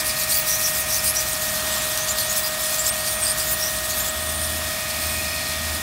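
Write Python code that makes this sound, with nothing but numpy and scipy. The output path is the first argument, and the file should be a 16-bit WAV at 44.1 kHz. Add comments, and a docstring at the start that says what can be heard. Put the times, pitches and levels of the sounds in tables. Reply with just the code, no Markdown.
"""A small electric pressure washer sprays a finned coil at arm's length from a single microphone.
From the start a motor (sines at shaft multiples) whines through a gear pair into a three-piston pump
(sines at pump multiples); its jet (filtered drop noise) hisses, flares across tubes and rings fin gaps.
Big drops (decaying noise bursts) smack now and then over rumble (noise) and a faint hum (sines) that
sinks; past the last flares a low drone (sines) comes and goes and a thin whistle swells and fades."""
import sys
import numpy as np
from scipy import signal
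from scipy.fft import rfft, irfft, next_fast_len
from scipy.io import wavfile
from scipy.ndimage import uniform_filter1d, map_coordinates

SR = 44100
rng = np.random.default_rng(int(sys.argv[2]) if len(sys.argv) > 2 else 0)


def makeup_ratio(level_db):
    """Linear amplitude ratio for a level in decibels (20 dB per factor of ten)."""
    decades = np.asarray(level_db, float) / 20
    return 10 ** decades


def dump(signal):
    """Clip the signal to [-1, 1] and save it as 16-bit WAV at the path in sys.argv[1]."""
    limited = np.clip(np.atleast_2d(signal).T, -1, 1)
    pcm = np.round(limited * 32767).astype(np.int16)
    wavfile.write(sys.argv[1], SR, pcm)


N = 256662
TIME_S = np.arange(N) / SR

SHAFT_HZ = 155.8
PUMP_HZ = SHAFT_HZ * 11 / 50  # pinion teeth over wheel teeth

# Spectrum of the spray. Each row: frequency in Hz, relative density in dB per Hz.
SPRAY_SPECTRUM = [(1500, -43), (3000, -8), (4200, 0.5), (6000, 0.5), (7500, -0.5), (8700, 2), (10000, 0.1),
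                  (10500, -2), (11500, -1.5), (14000, -2.5), (15800, -5.5)]
# Machine levels. Each row: time in s, fourth shaft order in dB, housing roar in dB,
# twentieth pump order in dB, thin whistle in dB.
MACHINE_LEVELS = [(0, -38, -32, -50, -56), (1.3, -38, -33, -53, -54), (1.6, -35.5, -30, -50, -53),
                  (2.7, -36, -32, -46, -56), (4.4, -37.5, -33, -44.5, -54.5), (4.7, -38, -33, -45, -46.5),
                  (5.4, -39.5, -34.5, -46.5, -43), (5.82, -41, -33, -48, -60)]


def unit(x):
    """Scaled to rms 1."""
    return x / np.sqrt(np.mean(x ** 2) + 1e-20)


def along(points, hz):
    """(Hz, value) points interpolated on a log frequency axis."""
    point_hz, value = np.transpose(points)
    return np.interp(np.log(hz + 1), np.log(point_hz + 1), value)


def curves(rows):
    """One value per sample for each column after the time."""
    s, *columns = np.transpose(rows)
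    return [np.interp(TIME_S, s, column) for column in columns]


def wobble(knots_per_s):
    """Smooth random curve through normally distributed knots."""
    knots = rng.standard_normal(int(N * knots_per_s / SR) + 4)
    return map_coordinates(knots, [TIME_S * knots_per_s])


def hump(t, middle_s, length_s, square):
    """Rises, holds and falls around its middle, height 1; higher square = flatter top, steeper sides."""
    return np.exp(-np.abs(2 * (t - middle_s) / length_s) ** square)


def coloured(x, spectrum):
    """x through a spectrum, rms 1."""
    m = next_fast_len(N + 8192)
    gain = makeup_ratio(along(spectrum, np.fft.rfftfreq(m, 1 / SR)))
    return unit(irfft(rfft(x, m) * gain, m)[:N])


def band(centre_hz, width_hz):
    """Noise in one resonance, rms 1."""
    peak = [(centre_hz - width_hz, -30), (centre_hz, 0), (centre_hz + width_hz, -30)]
    return coloured(rng.standard_normal(N), peak)


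def orders(hz, table, waver_db, slip_rad):
    """Sines at multiples of a turning speed, each wavering in level and phase."""
    turns = np.cumsum(hz) / SR
    out = np.zeros(N)
    for multiple, db in table:
        phase = 2 * np.pi * (multiple * turns + rng.random()) + slip_rad * wobble(12)
        level_db = db + waver_db * (wobble(2.99) + wobble(25))
        out += makeup_ratio(level_db) * np.sqrt(2) * np.sin(phase)
    return out


def droplets(grains_per_s, spread_db):
    """Drop impacts: noise whose strength varies smoothly at random from grain to grain."""
    return unit(makeup_ratio(spread_db * wobble(grains_per_s)) * rng.standard_normal(N))


def jet_level_db():
    """Steady hiss plus a flare each time the jet crosses a tube."""
    # Hiss between flares. Each row: time in s, level in dB.
    steady = [(0.0, -28.5), (1.3, -28), (1.45, -25.5), (2.0, -26), (2.15, -29.5), (2.55, -28.5),
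              (2.65, -23.5), (3.35, -29), (3.8, -25.5), (4.22, -29.5), (4.3, -25.5), (4.56, -28),
              (4.85, -29.5), (4.97, -26.5), (5.22, -27.5), (5.3, -30), (5.82, -28.5)]
    # Tube crossings. Each row: middle in s, length in s, lift in dB.
    flares = [(0, 0.045, 4.5), (0.082, 0.068, 6.5), (0.207, 0.078, 6.5), (0.354, 0.13, 11),
              (0.521, 0.11, 9.5), (0.657, 0.14, 8), (0.783, 0.097, 7.5), (0.948, 0.13, 8),
              (1.076, 0.079, 9), (1.18, 0.077, 8), (1.308, 0.08, 6), (1.75, 0.046, 2.5), (2.1, 0.051, 6.5),
              (2.211, 0.093, 6.5), (2.315, 0.05, 6), (2.384, 0.054, 7.5), (2.458, 0.073, 7.5),
              (2.804, 0.043, 4.5), (2.879, 0.058, 4.5), (3.108, 0.11, 4.5), (3.276, 0.109, 8),
              (3.414, 0.077, 7.5), (3.514, 0.073, 6.5), (3.635, 0.087, 5), (3.91, 0.041, 4),
              (3.995, 0.054, 5), (4.073, 0.06, 3.8)]
    lift_db = sum(db * hump(TIME_S, s, length_s, 4.1) for s, length_s, db in flares)
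    return curves(steady)[0] + lift_db


def fin_gap_ringing_db(hz, t):
    """Lift over frequency and time where the jet rings the fin gaps, each ring climbing in pitch."""
    # Rings. Each row: middle in s, length in s, mid pitch in Hz, nominal lift in dB.
    rings = [(0.076, 0.06, 10300, 8), (0.098, 0.064, 4910, 9.5), (0.31, 0.035, 8700, 8),
             (0.225, 0.04, 4300, 8), (0.347, 0.054, 4570, 12), (0.348, 0.032, 9550, 8),
             (0.392, 0.083, 15000, 15), (0.534, 0.12, 5870, 15.5), (0.662, 0.068, 5840, 14),
             (0.93, 0.09, 5770, 14), (0.991, 0.016, 5400, 15), (1.058, 0.03, 15500, 11),
             (1.072, 0.05, 8500, 9), (1.085, 0.05, 5100, 11), (1.1, 0.097, 11100, 12),
             (1.185, 0.035, 7300, 9), (1.186, 0.043, 5830, 16), (1.33, 0.022, 8700, 9),
             (1.734, 0.03, 8000, 10), (1.807, 0.06, 7240, 13), (2.003, 0.1, 6300, 11),
             (2.104, 0.046, 7100, 15), (2.2, 0.055, 4500, 7), (2.19, 0.025, 11500, 9),
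             (2.24, 0.04, 8800, 9), (2.298, 0.06, 6740, 11), (2.383, 0.016, 9900, 11),
             (2.452, 0.15, 15500, 11), (2.463, 0.052, 5000, 15), (2.8, 0.032, 7350, 12),
             (2.81, 0.04, 4700, 6), (2.832, 0.018, 7900, 14), (2.866, 0.015, 7600, 20),
             (2.885, 0.045, 5150, 5), (2.91, 0.026, 8600, 20), (3.055, 0.12, 4600, 10),
             (3.11, 0.22, 9000, 10), (3.242, 0.05, 8550, 18), (3.286, 0.076, 4920, 11),
             (3.3, 0.056, 8730, 15), (3.414, 0.042, 4930, 12), (3.42, 0.04, 8170, 9),
             (3.493, 0.045, 7000, 9), (3.537, 0.045, 9350, 11), (3.56, 0.32, 14500, 8),
             (3.645, 0.025, 8300, 10), (3.648, 0.085, 5660, 16), (3.77, 0.041, 8400, 8),
             (3.92, 0.05, 4360, 12), (3.91, 0.04, 6600, 11), (4.0, 0.06, 13100, 10),
             (4.015, 0.03, 7200, 15), (4.063, 0.035, 7100, 13), (4.098, 0.024, 7800, 18),
             (4.37, 0.37, 8760, 6.5), (4.4, 0.28, 9840, 6), (5.08, 0.3, 14200, 6), (5.1, 0.32, 8650, 6),
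             (5.2, 0.9, 4320, 5)]
    width_hz, width_share = 230, 0.036  # half width, plus share of pitch
    rise_share, sputter_share = 0.035, 0.2  # pitch climb over one length; random share of lift
    lift_db = np.zeros((len(hz), len(t)))
    for s, length_s, pitch_hz, db in rings:
        climbing_hz = pitch_hz * (1 + rise_share * (t - s) / length_s)
        offset = (hz - climbing_hz) / (width_hz + width_share * pitch_hz)
        lift_db += db * np.exp(-offset ** 2) * hump(t, s, length_s, 2.7)
    return lift_db * (1 + sputter_share * np.interp(t, TIME_S, wobble(60)))


def jet():
    """Drop noise, lifted where fin gaps ring and throbbing at the three-piston rate."""
    # Sweep over the fins. Each row: time in s, treble tilt in dB (reached at 16 kHz),
    # random ringing in dB rms before flare scaling.
    sweep = [(0, 1, 2.5), (.5, 4.5, 2), (2, 1, 2.5), (3.1, 2.5, 2), (4.3, 3, 2.1), (4.8, 1.5, 0.5),
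             (5.82, -1, 2)]
    drops = coloured(droplets(700, spread_db=1.0), SPRAY_SPECTRUM)
    hz, t, z = signal.stft(drops, SR, nperseg=256)
    hz = hz[:, None]
    bright_db, patchy_db = (np.interp(t, TIME_S, curve) for curve in curves(sweep))
    hiss_db = jet_level_db()
    flare_db = hiss_db - uniform_filter1d(hiss_db, size=SR // 3)
    flare_db = np.interp(t, TIME_S, flare_db)

    # a flare is brighter and rings more
    lift_db = fin_gap_ringing_db(hz, t)
    lift_db += (bright_db + 0.31 * flare_db) * (hz - 8000) / 8000
    # many smaller gaps ring at random
    patches = uniform_filter1d(rng.standard_normal(z.shape), size=3, axis=0)
    patches = uniform_filter1d(patches, size=8, axis=1)
    lift_db += patchy_db * makeup_ratio(0.35 * flare_db) * unit(patches)

    # ringing shares the jet's power
    weight = makeup_ratio(2 * along(SPRAY_SPECTRUM, hz))
    share = np.sqrt((weight * makeup_ratio(2 * lift_db)).sum(0) / weight.sum())
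    spray = unit(signal.istft(z * makeup_ratio(lift_db) / share, SR, nperseg=256)[1][:N])
    throb = 1 + 0.07 * np.sin(2 * np.pi * 3 * PUMP_HZ * TIME_S)
    return makeup_ratio(hiss_db + 1.0 * wobble(40)) * throb * spray


def hiss_bands():
    """Two noise resonances that swell and sink."""
    # Each row: time in s, 2.4 kHz band in dB, 3.5 kHz band in dB.
    swells = [(0, -37, -63), (1.3, -38.5, -47), (1.7, -56, -36.5), (2.6, -45, -41), (3.2, -43, -42),
              (4.5, -48, -38), (4.8, -37.5, -39.5), (5.3, -36, -41.5), (5.6, -38.5, -38.5),
              (5.82, -40, -44)]
    low_db, high_db = curves(swells)
    return makeup_ratio(low_db) * band(2430, 1300) + makeup_ratio(high_db) * band(3570, 2000)


def motor_whine():
    """Sines at multiples of the shaft speed."""
    # Each row: multiple of shaft speed, level in dB.
    shaft_orders = [(1, -51.5), (5, -53.5), (7, -52.5), (8, -43), (11, -48.5), (12, -37), (22, -46),
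                    (44, -53.5)]
    fourth_db, _, _, whistle_db = curves(MACHINE_LEVELS)
    shaft_hz = np.full(N, SHAFT_HZ)
    whine = orders(shaft_hz, shaft_orders, waver_db=0.6, slip_rad=0.22)
    whine += makeup_ratio(fourth_db) * orders(shaft_hz, [(4, 0)], waver_db=0.0, slip_rad=0.26)
    # swells with the whistle
    whine += makeup_ratio(whistle_db) * orders(shaft_hz, [(16, 1)], waver_db=2.0, slip_rad=0.71)
    return whine


def pump_lines():
    """Sines at multiples of the geared-down pump speed, the highest a thin whistle."""
    # Each row: multiple of pump speed, level in dB.
    pump_orders = [(2, -58), (3, -52.5), (6, -54), (15, -62), (16, -57.5), (17, -53.5), (18, -57.5),
                   (19, -50.5), (21, -51), (22, -54), (24, -62.5), (28, -55), (32, -68), (34, -56.5),
                   (35, -53), (37, -62), (39, -58.5), (42, -54), (49, -55), (51, -50)]
    _, _, twentieth_db, whistle_db = curves(MACHINE_LEVELS)
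    pump_hz = np.full(N, PUMP_HZ)
    lines = orders(pump_hz, pump_orders, waver_db=0.9, slip_rad=0.25)
    lines += makeup_ratio(twentieth_db) * orders(pump_hz, [(20, 0)], waver_db=0.8, slip_rad=0.4)
    whistle = orders(pump_hz, [(150, 0), (151, 0)], waver_db=1.2, slip_rad=0.5)
    return lines + makeup_ratio(whistle_db) * whistle


def housing_roar():
    """Broad noise of the housing, beating once per shaft turn."""
    # Each row: frequency in Hz, relative density in dB per Hz.
    roar_spectrum = [(350, -25), (480, -10.5), (650, -7), (860, -4.5), (1100, -2), (1500, -2), (2000, -5),
                     (2400, -3), (3000, -5), (3600, -5), (5000, -9.5), (9000, -12.5), (16000, -17)]
    roar_db = curves(MACHINE_LEVELS)[1]
    beat = 1 + 0.07 * np.sin(2 * np.pi * SHAFT_HZ * TIME_S)
    noise = coloured(rng.standard_normal(N), roar_spectrum)
    return makeup_ratio(roar_db + 0.6 * wobble(6)) * beat * noise


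def splats():
    """Big drops smack the fins: short broad noise bursts, sharp start, exponential decay."""
    # Each row: start in s, nominal peak in dB.
    smacks = [(0.3724, -11), (0.4864, -13), (0.532, -16), (1.3319, -9), (1.975, -8), (2.0916, -10),
              (2.1854, -9), (2.3794, -9), (2.4744, -15), (2.744, -7.5), (2.866, -6), (3.237, -10),
              (3.9047, -10)]
    t60_s, crest_db = 0.02, 9  # crest: peak of a burst over its rms
    shape, t = np.zeros(N + SR), np.arange(SR // 10) / SR
    for s, db in smacks:
        start = round(s * SR)
        shape[start:start + len(t)] += makeup_ratio(db - crest_db - 60 * t / t60_s)
    return shape[:N] * coloured(rng.standard_normal(N), SPRAY_SPECTRUM)


def drone():
    """Low harmonic tone that comes and goes."""
    # Swells. Each row: middle in s, length in s, level in dB before the orders.
    swells = [(4.05, .2, -47), (4.44, 0.57, -34.5), (5.09, 0.42, -35), (5.43, .26, -41),
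              (5.69, 0.28, -32.5)]
    # Each row: multiple of the fundamental, relative level in dB.
    drone_orders = [(1, -0.5), (3, -14), (4, -17.5)]
    strength = sum(makeup_ratio(db) * hump(TIME_S, s, length_s, 3.5) for s, length_s, db in swells)
    return strength * orders(np.full(N, 78.7), drone_orders, waver_db=0.3, slip_rad=0.15)


def hum():
    """Faint sinking fundamental with its octave."""
    # Each row: time in s, fundamental in Hz, its level in dB.
    glide = [(.6, 67, -47), (1.6, 61.95, -46.5), (4.6, 58.55, -52), (4.9, 56.5, -63)]
    hum_hz, hum_db = curves(glide)
    return makeup_ratio(hum_db) * orders(hum_hz, [(1, 0.0), (2, -8)], waver_db=2.0, slip_rad=0.67)


def rumble():
    """Distant low noise, wavering slowly in level."""
    # Each row: frequency in Hz, relative density in dB per Hz.
    rumble_spectrum = [(15, -53), (25, -29), (40, -8.5), (59, -1), (86, -4), (141, -5), (162, -9),
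                       (179, -9), (200, -6), (414, -14), (480, -25), (620, -31), (1060, -120)]
    return makeup_ratio(-41.0 + wobble(2.04)) * coloured(rng.standard_normal(N), rumble_spectrum)


def scene():
    """One microphone feeds both channels."""
    washer = jet() + hiss_bands() + motor_whine() + pump_lines() + housing_roar()
    mix = washer + splats() + drone() + hum() + rumble()
    return np.tile(mix, (2, 1))


def low_pass(x):
    """Removes everything above the highest recorded frequency."""
    return signal.sosfilt(signal.butter(12, 17000, fs=SR, output="sos"), x)


def record(dry):
    """Keeps nothing above the band limit."""
    top_hz = 15750
    m = next_fast_len(N + 8192)
    passed = np.fft.rfftfreq(m, 1 / SR) < top_hz
    kept = irfft(rfft(dry, m) * passed, m)[:, :N]
    return low_pass(kept)


dry = scene()
out = record(dry)
dump(out)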